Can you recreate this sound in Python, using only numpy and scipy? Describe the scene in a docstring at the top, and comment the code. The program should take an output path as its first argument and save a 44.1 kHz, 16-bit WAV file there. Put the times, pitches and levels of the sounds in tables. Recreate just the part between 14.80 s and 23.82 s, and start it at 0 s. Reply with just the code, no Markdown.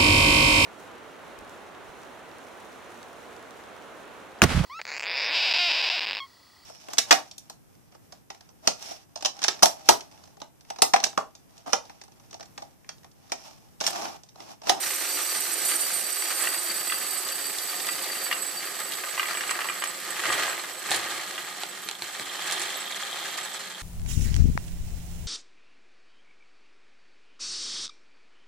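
"""Dry rice pours from a plastic bag into a tall glass on a table, heard close up in a small room.
The grains patter on the pile, hiss, and ring the glass until the rising pile chokes its modes.
Clumps tumble out and knock on the pile; the film crackles as a hand shakes out the rest.
One flow curve drives the stream and builds the pile; `fill` is its height as a share of the glass."""
import sys
import numpy as np
from scipy import signal
from scipy.io import wavfile
from scipy.ndimage import uniform_filter1d

SR = 44100
rng = np.random.default_rng(int(sys.argv[2]) if len(sys.argv) > 2 else 0)


def persist_wave(psi):
    """Save psi, clipped to +-1, as 16-bit WAV."""
    counts = np.round(np.clip(psi, -1, 1) * 32767).astype(np.int16)
    wavfile.write(sys.argv[1], SR, np.atleast_2d(counts).T)


N = 397782
TIME = np.arange(N) / SR

# colour of grains landing on the pile: f/Hz, level/dB
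PATTER_COLOUR = [(100, -34), (400, -16.5), (800, -6), (990, -8), (1200, 2.5), (1420, -3.5), (1850, 2),
                 (2250, -4), (2420, -3.5), (2700, -4.5), (3500, -7), (5000, -12), (14000, -39.5)]
# modes of the pile in the glass: f/Hz, level/dB, t60/s
PILE_MODES = [(1186, 6.5, 0.013), (1360, 0, 0.015), (1570, -4, 0.044), (1865, 1.5, 0.014),
              (1980, 2.5, 0.028), (2385, -1.5, 0.042), (2810, 5, 0.021), (3240, 3, 0.016)]


def gain_of(db):
    """Decibels to amplitude."""
    return 10 ** (np.asarray(db) / 20)


def unit_rms(x):
    """Scales to rms 1."""
    return x / np.sqrt(np.mean(x ** 2) + 1e-20)


def unit_peak(x):
    """Scales to peak 1."""
    return x / abs(x).max()


def at_hz(points, hz):
    """Reads a curve along a log-frequency axis."""
    f, value = np.transpose(points)
    return np.interp(np.log(hz + 1), np.log(f + 1), value)


def add(mix, s, sound):
    """Lays a sound into the mix at time s."""
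    part = mix[:, round(s * SR):][:, :sound.shape[1]]
    part += sound[:, :part.shape[1]]


def pan(lean_db):
    """Left and right gains at constant total power."""
    pair = gain_of([lean_db / 2, -lean_db / 2])
    return pair / np.sqrt(np.mean(pair ** 2, axis=0))


def swells(rows):
    """A sum of bell curves, each with its own rise and fall."""
    return sum(height * np.exp(-((TIME - s) / np.where(TIME < s, rise, fall)) ** 2)
               for s, height, rise, fall in rows)


def follow(flow_db, fill, empty_half_full_db, slope):
    """A fader that rides the height of the pile, plus `slope` dB per dB of flow."""
    return gain_of(np.interp(fill, [0, .5, 1], empty_half_full_db) + slope * flow_db)


def burst(colour, decay_s, tilt_db=0, size=4096, head=0):
    """One stereo contact: a sharp head and dying noise, coloured and tilted by tilt_db per octave."""
    # stereo width: f/Hz, left-right correlation
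    correlation = [(100, .9), (400, .95), (1800, .92), (2800, .72), (3300, .8), (4200, .5), (5500, .15),
                   (9000, .03)]
    # stereo balance: f/Hz, left over right/dB
    balance = [(150, 2), (400, .3), (1300, -1.2), (3000, -.7), (5800, 0), (7200, -6), (9000, -9),
               (11000, -7), (14000, -6)]
    hz = abs(np.fft.fftfreq(size, 1 / SR))
    scatter = rng.standard_normal((2, size)) * np.exp(-np.arange(size) / SR / decay_s)
    left, other = np.fft.fft(scatter) + head * np.linalg.norm(scatter[0])
    same = np.clip(at_hz(correlation, hz), 0, 1)
    right = same * left + np.sqrt(1 - same ** 2) * other
    pair = np.array([left, right]) * pan(at_hz(balance, hz))
    shape = gain_of(at_hz(colour, hz) + tilt_db * np.log2(1 + hz / 1000))
    minimum_phase = np.exp(np.conj(signal.hilbert(np.log(shape))))
    return unit_rms(np.fft.ifft(pair * minimum_phase).real) / np.sqrt(size)


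def strikes(per_s, spread_db, cap=2.51):
    """Random impacts: mostly small, a few large."""
    strength = gain_of(spread_db * np.minimum(rng.exponential(1, N), cap))
    return strength * rng.choice([-1, 1], N) * (rng.random(N) < per_s / SR)


def shower(hits, colour, decay_s, vary_db=0., count=64, size=1024):
    """Each impact plays one of `count` contacts; vary_db makes some duller and some brighter."""
    contacts = [burst(colour, decay_s, tilt, size) for tilt in vary_db * rng.standard_normal(count)]
    kind = rng.integers(0, count, N)
    out = np.zeros((2, N + size))
    for at in np.flatnonzero(hits):
        out[:, at:at + size] += hits[at] * contacts[kind[at]]
    return unit_rms(out[:, :N])


def room(x, echoes_per_s=3000, predelay_s=.003, size=16384):
    """Sparse reflections of a small room; the treble dies first."""
    # reverb time: f/Hz, t60/s
    reverb_time = [(100, 0.88), (1000, 0.73), (4000, 0.12), (14000, 0.0047)]
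    taps = rng.standard_normal((2, size)) * (rng.random((2, size)) < echoes_per_s / SR)
    taps *= np.arange(size) > predelay_s * SR
    hz, t, spectrum = signal.stft(taps, SR, nperseg=256)
    fade = gain_of(-60 * t / at_hz(reverb_time, hz)[:, None])
    tail = signal.istft(spectrum * fade, SR, nperseg=256)[1]
    return signal.oaconvolve(x, tail / np.linalg.norm(tail[0]), axes=1)[:, :N]


def rumble_and_rub(flow_db, fill, rub_db=-54, push_share=0.65, doubling_fill=0.21):
    """A faint low rumble flickers; its level follows the hand's pushes, which also rub the film."""
    # pushes of the free hand: t/s, boost/dB, rise/s, fall/s
    pushes = [(5.55, 9.5, 0.18, 0.1), (6.12, 7, 0.033, 0.25), (7.1, -1.5, 0.13, 0.26)]
    # colour of the low rumble: f/Hz, level/dB
    rumble_colour = [(20, -43), (45, -33), (70, -20), (100, -18), (122, 0), (150, -4), (195, 4.5), (240, 1),
                     (400, -17), (1500, -64)]
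    # colour of the hand's dull rub: f/Hz, level/dB
    rub_colour = [(25, -36), (80, -5), (120, 8), (200, -6), (330, 0), (400, 20), (480, -7), (1000, -37)]
    push_db = swells(pushes)
    per_s = 6 * 2 ** (fill / doubling_fill)  # sparse patches at first, steadier as the glass fills
    patches = strikes(per_s, spread_db=2) / np.sqrt(per_s)
    rumble = shower(patches, rumble_colour, decay_s=0.012, size=4096)
    rumble *= follow(flow_db, fill, (-67.5, -63.5, -62.5), slope=-0.14)
    rub = shower(strikes(per_s=330, spread_db=3), rub_colour, decay_s=0.0013, size=4096)
    return rumble * gain_of(push_share * push_db) + rub * gain_of(rub_db) * (gain_of(push_db) - 1)


def bag_thumps():
    """A jolt of the bag makes the rice inside thump."""
    # jolts: t/s, peak/dB
    jolts = [(5.452, -47), (5.54, -38), (6.104, -30), (6.14, -44), (7.06, -39.5), (7.219, -42), (7.4, -37)]
    # colour of a thump: f/Hz, level/dB
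    thump_colour = [(30, -23), (60, -15), (90, -6), (130, 0), (240, -4), (340, 10.5), (500, -3),
                    (1500, -38)]
    out = np.zeros((2, N))
    for s, db in jolts:
        add(out, s, gain_of(db) * unit_peak(burst(thump_colour, decay_s=0.014, size=8192)))
    return out


def film_crinkles():
    """The film crinkles softly as rice drags over it."""
    # crinkles: t/s, peak/dB
    crinkles = [(2.487, -19), (2.785, -19), (2.999, -20), (3.068, -20), (3.133, -23), (3.242, -21),
                (3.528, -21), (4.121, -21), (4.135, -18)]
    # colour of a crinkle: f/Hz, level/dB
    crinkle_colour = [(300, -50), (2600, -24), (3500, 1), (4300, -1), (5200, -5), (9000, -9), (14000, -15)]
    out = np.zeros((2, N))
    for s, db in crinkles:
        add(out, s, gain_of(db) * unit_peak(burst(crinkle_colour, decay_s=0.0069)))
    return out


def film_snaps(flap_db=-8, flap_s=0.0066, head=0.63):
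    """The film buckles with a bright crack and a hollow knock, then flaps briefly."""
    # snaps: t/s, crack peak/dB, knock peak/dB, decay/s, crack tilt/(dB per octave)
    snaps = [(3.243, -20, -26, .001, -5), (4.71, -13, -23, 0.0022, -2), (5.041, -15, -39, .0022, -1),
             (6.108, -8.5, -16, 0.00099, 1), (6.116, -13, -7, 0.00093, 5), (6.118, -17, -19, .02, 2),
             (6.144, -15, -16, 0.0066, -2), (6.16, -14.5, -33, 0.008, 2), (6.242, -30, -22, .001, 0),
             (6.835, -18.5, -16, 0.00057, -6), (7.0879, -17, -17, 0.0025, -5), (7.097, -33, -23, 0.0011, 0),
             (7.1127, -14, -16.5, .0007, -4), (7.2215, -21.5, -16.5, 0.0026, 6),
             (7.397, -25, -19, 0.0013, 0), (7.422, -30, -23, 0.0011, 7), (7.674, -19, -35, .0072, -7),
             (7.7117, -11, -19, 0.00077, -3), (7.722, -17, -20, 0.017, -4), (7.796, -20, -23, 0.0079, -1),
             (7.816, -17.5, -31, .021, -7.5)]
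    # colour of the crack: f/Hz, level/dB
    crack_colour = [(300, -48), (2500, -1), (4500, -1), (5200, 3), (6100, 2), (7000, 7), (8800, 8.5),
                    (11000, 1.5), (14500, -10)]
    # colour of the knock: f/Hz, level/dB
    knock_colour = [(60, -42), (200, -14), (390, -4), (600, -1), (820, 9), (1020, 0), (1250, 2.5),
                    (1750, 7.5), (2600, 0.5), (3600, 4), (4200, 8), (4600, 2), (6000, -8), (14000, -38)]
    out = np.zeros((2, N))
    for s, crack_db, knock_db, decay_s, bright_db in snaps:
        # a quick snap is one sharp buckle, a slow one is a spread of small ones
        sharpness = head * np.exp(-decay_s / flap_s)
        for colour, db, tilt_db in (crack_colour, crack_db, bright_db), (knock_colour, knock_db, 0):
            flap = gain_of(flap_db) * burst(colour, decay_s + flap_s, tilt_db)
            buckle = burst(colour, decay_s, tilt_db, head=sharpness)
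            add(out, s, gain_of(db) * unit_peak(buckle + flap))
    return out


def pocket_ticks(flow_db, fill, level_db=-40.5, formed_fill=0.93, fade_db=72, tick_db=-22):
    """Near the brim, grains tick in the small hollow under the bag."""
    # colour of the hollow: f/Hz, level/dB
    pocket_colour = [(300, -45), (780, -3.5), (1000, -11.5), (2700, -59), (3050, -5), (3220, 4.5),
                     (3400, -1.5), (3700, -1), (4200, -14), (5500, -28), (14000, -27)]
    # single grains that stand out: t/s, relative level/dB
    ticks = [(7.152, -4), (7.621, 2), (7.764, -5), (7.855, -13), (7.885, -15), (7.918, -17), (8.123, 1),
             (8.127, -2), (8.145, -3), (8.233, 0.5), (8.3292, 0), (8.417, -2)]
    unformed_db = fade_db * np.maximum(formed_fill - fill, 0)
    out = shower(strikes(per_s=600, spread_db=6.5), pocket_colour, decay_s=0.00025)
    out *= gain_of(level_db + flow_db - unformed_db)
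    for s, db in ticks:
        add(out, s, gain_of(db + tick_db) * unit_peak(burst(pocket_colour, decay_s=0.00023)))
    return out


def clump(centre_hz, span_octaves=0.85, grains_per_s=1900, trail_db=-6.5, trail_s=0.0043,
          click_db=-3, attack_s=0.00016, width_rad=0.75, detune=0.027, size=2048):
    """A leading grain and a short trail of others knock the pile, ringing it most near one pitch."""
    t = np.arange(size) / SR
    grains = rng.standard_normal(size) * (rng.random(size) < grains_per_s / SR)
    grains *= gain_of(trail_db) * np.exp(-t / trail_s)
    grains[0] = 1
    ring = np.zeros((2, size))
    for hz, db, t60 in PILE_MODES:
        hz = hz * (1 + detune * rng.standard_normal())  # the pile shifts between blows
        phase = rng.uniform(0, 2 * np.pi) + width_rad * rng.standard_normal((2, 1))
        weight = 2 ** -(np.log2(hz / centre_hz) / span_octaves) ** 2
        ring += weight * gain_of(db - 60 * t / t60) * np.sin(2 * np.pi * hz * t + phase)
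    ring = unit_peak(ring * (1 - np.exp(-t / attack_s)))
    click = gain_of(click_db) * unit_peak(burst(PATTER_COLOUR, decay_s=0.00081, size=size))
    return unit_peak(signal.fftconvolve(ring + click, grains[None], axes=1))


def falling_clumps(flow_db, trim_db=-1.5, crumb_count=30, crumb_db=-28, crumb_end_s=5.9):
    """Large clumps land on cue; crumbs fall at random while the rice still has some way to drop."""
    # large clumps: t/s, relative level/dB, centre f/Hz
    large_clumps = [(0.1301, -26, 2410), (0.5487, -32, 1900), (0.9193, -15, 1740), (1.4217, -18.5, 1900),
                    (1.5095, -18.5, 1210), (1.6057, -25, 1740), (1.6721, -11, 2000), (1.7449, -21, 1580),
                    (2.0981, -18, 2440), (2.1216, -13.5, 2000), (3.0879, -15, 1790), (3.3014, -20.5, 1800),
                    (3.466, -20, 1840), (3.5129, -11.5, 1900), (3.5264, -12, 1940), (4.1195, -22, 1970),
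                    (4.153, -30, 2010), (4.2368, -22, 1230), (4.3774, -16, 1700), (4.3954, -10.5, 1820),
                    (4.4298, -14.5, 1930), (4.4558, -18, 1580), (4.4862, -20, 1500), (4.5104, -17, 1200),
                    (4.5431, -21, 1960), (4.5506, -16, 2000), (4.5725, -16, 2020), (4.5864, -26, 1850),
                    (4.6079, -16.5, 1600), (4.6369, -18, 1960), (4.6932, -12.5, 2020), (4.7087, -17, 1270),
                    (4.7154, -15.5, 1930), (4.7536, -21, 1840), (4.79, -14.5, 1210), (4.8064, -19, 2040),
                    (4.8155, -16, 2730), (4.8434, -19, 1200), (4.8554, -19, 1150), (4.8874, -15, 2020),
                    (4.8983, -13.5, 1780), (4.9626, -26, 1260), (5.0215, -16, 1840), (5.0379, -12.5, 2010),
                    (5.3941, -18.5, 1330), (5.437, -15, 1210), (5.456, -13, 1530), (5.5024, -13, 1250),
                    (5.5363, -14, 1800), (5.598, -24, 1620), (5.679, -17, 1250), (5.7294, -18, 1870),
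                    (5.7788, -20, 1990), (6.0891, -26, 1670), (6.3939, -23, 1810), (6.5784, -20, 2110)]
    crumbs = []
    for at in (rng.random(crumb_count) * crumb_end_s * SR).astype(int):
        mode_hz = PILE_MODES[rng.integers(len(PILE_MODES))][0]
        crumbs.append((at / SR, crumb_db + flow_db[at], mode_hz))
    out = np.zeros((2, N))
    for s, db, hz in list(large_clumps) + crumbs:
        add(out, s, gain_of(db + trim_db) * clump(hz))
    return out


def wall_splashes():
    """The stream swings against the bare wall and sprays off it in short, bright rushes."""
    # rushes: t/s, level/dB, rise/s, fall/s
    rushes = [(0.606, -24.5, .004, .012), (0.735, -28, 0.013, .015), (0.859, -22, 0.0089, .012),
              (0.89, -26, .015, .03), (0.949, -31, 0.023, 0.034), (0.998, -31, 0.011, 0.083),
              (1.14, -32, 0.033, 0.023), (1.621, -29.5, 0.056, 0.088)]
    # colour of the spray: f/Hz, level/dB
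    spray_colour = [(300, -46), (5500, -20), (7400, -0.5), (9500, 0.5), (11000, -9), (14500, -10)]
    envelope = swells([(s, gain_of(db), rise, fall) for s, db, rise, fall in rushes])
    return shower(strikes(per_s=3000, spread_db=3.5), spray_colour, decay_s=.001) * envelope


def glass_ring(flow_db, fill, empty_per_s=1700, halving_fill=0.18, skid_s=.002, uneven_db=1.5,
               clink_db=-1, clink_span_hz=300, spill_db=-16):
    """Wall strikes ring the modes; the pile moves the point of impact up and chokes them in turn."""
    # glass modes: f/Hz, level/dB, t60/s, left over right/dB, fill that rings best,
    # fill offset for -6 dB, drift/(Hz per glass height)
    glass_modes = [(4620, -38, .14, 5, .38, .28, 0), (5852, -41.5, .045, 1, .07, .25, -60),
                   (7364, -52, .05, -8, .2, .3, 0), (7590, -49, .02, -8, .2, .2, 0),
                   (7915, -45, .05, -12, .5, .4, -60), (7964, -34, .11, -12, .47, .33, 40),
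                   (8803, -33.3, .1, -6.5, .25, .18, 110), (8865, -41.5, .025, -12, .38, .24, 280),
                   (11865, -44, .02, -8, .18, .22, -260), (12165, -44.5, .06, -6, .72, .45, 40),
                   (13170, -39.5, .025, -6, .38, .23, 0), (13297, -42, .05, -8, .12, .26, -180)]
    # single hard grains on wall and rim: t/s, level/dB, f/Hz that rings most
    clinks = [(0.287, -35, 4620), (0.715, -27, 7950), (0.884, -21, 8820), (0.914, -22, 4620),
              (1.081, -30, 4620), (1.14, -23, 8820), (1.623, -22.5, 7950), (1.897, -23, 4620),
              (2.888, -28, 4620), (3.118, -40, 7950), (3.313, -26, 4620), (3.622, -21, 7950),
              (3.664, -23.5, 7950), (3.77, -27, 4620), (4.209, -40, 4620), (4.505, -30, 4620),
              (4.702, -27, 7950), (5.073, -23.5, 7950), (5.141, -46, 4620), (5.304, -24.5, 7950),
              (5.687, -23.5, 7950), (6.8, -37, 12165), (7.045, -34, 12165), (7.95, -30, 7950),
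              (7.97, -29, 12165), (8.002, -30, 7950), (8.631, -29, 7950), (8.731, -32, 7950)]
    per_s = empty_per_s * 2 ** (-fill / halving_fill)
    hits = unit_rms(strikes(per_s, spread_db=3.5) / np.sqrt(per_s))
    hits *= follow(flow_db, fill, (2.5, -4.5, -11), slope=0.4)
    t = np.arange(SR // 6) / SR
    out = np.zeros((2, N))
    for hz, db, t60, lean_db, best_fill, span, drift in glass_modes:
        # a grain skids along the wall, so its ring swells for a moment
        envelope = gain_of(-60 * t / t60) * (1 - np.exp(-t / skid_s))
        unchoked = 2 ** -((fill - best_fill) / span) ** 2
        # where a strike lands around the wall sets how strongly each side hears the mode
        place = np.sqrt(2) * np.cos(rng.uniform(0, 2 * np.pi, N) + np.array([[0], [np.pi / 3]]))
        # each strike favours some modes, so the ring breaks into separate pings
        favour = unit_rms(gain_of(uneven_db * np.clip(rng.standard_normal(N), -2, 2)))
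        drive = hits * place * favour * unchoked * gain_of(db) * np.sqrt(2) / np.linalg.norm(envelope)
        for s, hit_db, clink_hz in clinks:
            nearness = 2 ** -((hz - clink_hz) / clink_span_hz) ** 2
            spill = gain_of(spill_db) * unchoked[round(s * SR)]
            add(drive, s, max(nearness, spill) * gain_of([[hit_db + clink_db]]))
        # the rice presses on the wall and slowly detunes the mode
        carrier = np.exp(2j * np.pi * np.cumsum(hz + drift * (fill - best_fill)) / SR)
        ringing = signal.oaconvolve(drive / carrier, envelope[None], axes=1)[:, :N]
        out += (carrier * ringing).imag * pan(lean_db)[:, None]
    return out


def hollow(x):
    """The hollow resonance of pile and bag."""
    # resonances: f/Hz, bandwidth/Hz, level/dB
    resonances = [(1254, 47, 0), (1658, 37, 2.5), (1866, 55, -0.5), (2080, 49, -8), (3130, 110, -2),
                  (4200, 200, -9.5)]
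    return sum(gain_of(db) * signal.lfilter(*signal.iirpeak(hz, hz / width, fs=SR), x)
               for hz, width, db in resonances)


def spurts(size=800):
    """The stream leaves the bag in uneven spurts, some tens a second."""
    return unit_rms(uniform_filter1d(uniform_filter1d(rng.standard_normal(N), size), size // 2))


def pile_height(flow_db, first_fill=0.049, taper=0.75):
    """The pile grows to the brim with the rice poured, more slowly as the glass widens."""
    poured = np.cumsum(gain_of(flow_db))
    return first_fill + (1 - first_fill) * (poured / poured[-1]) ** taper


def rice_stream(flow_db, fill, air_db=5, air_hz=10500, spurt_db=1.94):
    """The stream patters and thuds on the pile, slides over the film and hisses on itself."""
    # colour of the low thud of landing: f/Hz, level/dB
    thud_colour = [(150, -34), (250, -8.5), (330, 2), (395, 3), (460, -3.5), (530, 5.5), (610, -3),
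                   (730, 3.5), (850, -1.5), (1000, -10.5), (1500, -23), (4000, -31)]
    # colour of rice sliding on film: f/Hz, level/dB
    slide_colour = [(200, -37.5), (1000, -5.5), (1500, 1.5), (2400, 3), (2950, 1.5), (3200, -2.5),
                    (3800, -1), (4200, 5.5), (4550, 0), (5200, -0.5), (6100, 0), (7200, 3), (9000, -1.5),
                    (14000, -16)]
    # colour of the hiss: f/Hz, level/dB
    hiss_colour = [(300, -57), (2500, -0.5), (5000, 4.5), (6500, 2.5), (7500, 6.5), (8800, 8), (10000, 2),
                   (11500, 4), (13000, 3.5), (14500, -1.5)]
    landing = strikes(per_s=900, spread_db=3)  # all four layers share these hits
    patter = shower(landing, PATTER_COLOUR, decay_s=0.0021, vary_db=1.5)
    patter *= follow(flow_db, fill, (-40, -44, -41), slope=1.25)
    thud_hits = landing + strikes(per_s=900, spread_db=4.5)
    thud = shower(thud_hits, thud_colour, decay_s=0.0022, count=128, size=2048)
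    thud *= follow(flow_db, fill, (-46, -49, -48.5), slope=1.04)
    slide_hits = 0.34 * landing + strikes(per_s=1400, spread_db=2.5)
    slide = shower(slide_hits, slide_colour, decay_s=0.0013, vary_db=2.5)
    slide *= follow(flow_db, fill, (-33, -43.5, -38), slope=0.82)
    hiss_hits = .5 * landing + strikes(per_s=6000, spread_db=6.5)
    hiss = shower(hiss_hits, hiss_colour, decay_s=0.0036)
    hiss *= follow(flow_db, fill, (-33, -37, -47), slope=0.45)
    # rice on rice is softer than rice on glass, so the top fades as the pile grows
    air = signal.sosfiltfilt(signal.butter(2, air_hz, "high", fs=SR, output="sos"), hiss)
    hiss += air * (gain_of(air_db * (1 - fill)) - 1)
    rustle = (patter + slide) * gain_of(spurt_db * spurts())
    return rustle + fill * hollow(rustle) + thud + hiss


def scene(room_db=-14, low_cut_hz=240):
    """Rice, glass and bag in the room, led by the flow and the pile that it builds."""
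    # steady flow, set by the tilt of the bag: t/s, level/dB
    steady_flow = [(0.0, -0.5), (0.7, 0.16), (1.28, -2), (1.9, 1.5), (2.7, 0.9), (3.2, 3.5), (3.8, 0.6),
                   (4.3, 1.4), (4.8, 2), (5.15, -1.5), (5.9, -2), (6.25, 3), (7.0, -5.5), (7.08, -7),
                   (7.18, -10), (7.25, -5.5), (7.5, -4.5), (8.5, 0.14), (9.02, -7.5)]
    # gushes, when a mass of rice lets go: t/s, boost/dB, rise/s, fall/s
    gushes = [(.92, 3, 0.11, 0.26), (1.62, 4, 0.25, 0.09), (5.56, 11, 0.23, 0.2), (6.12, 6, 0.037, 0.056),
              (7.76, 5.5, 0.47, 0.21)]
    flow_db = np.interp(TIME, *np.transpose(steady_flow)) + swells(gushes)
    fill = pile_height(flow_db)
    pour = rice_stream(flow_db, fill) + pocket_ticks(flow_db, fill) + glass_ring(flow_db, fill)
    pour += wall_splashes() + falling_clumps(flow_db)
    # grains are too light to make bass
    pour = signal.sosfilt(signal.butter(5, low_cut_hz, "high", fs=SR, output="sos"), pour, axis=1)
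    bag = film_snaps() + film_crinkles() + bag_thumps()
    direct = pour + bag + rumble_and_rub(flow_db, fill)
    return direct + gain_of(room_db) * room(direct)


def record(dry, edge_hz=14550):
    """A steep low-pass trims the very top."""
    low_pass = signal.firwin(511, edge_hz, window=("kaiser", 9), fs=SR)
    return signal.oaconvolve(dry, low_pass[None], "same", axes=1)


dry = scene()
out = record(dry)
persist_wave(out)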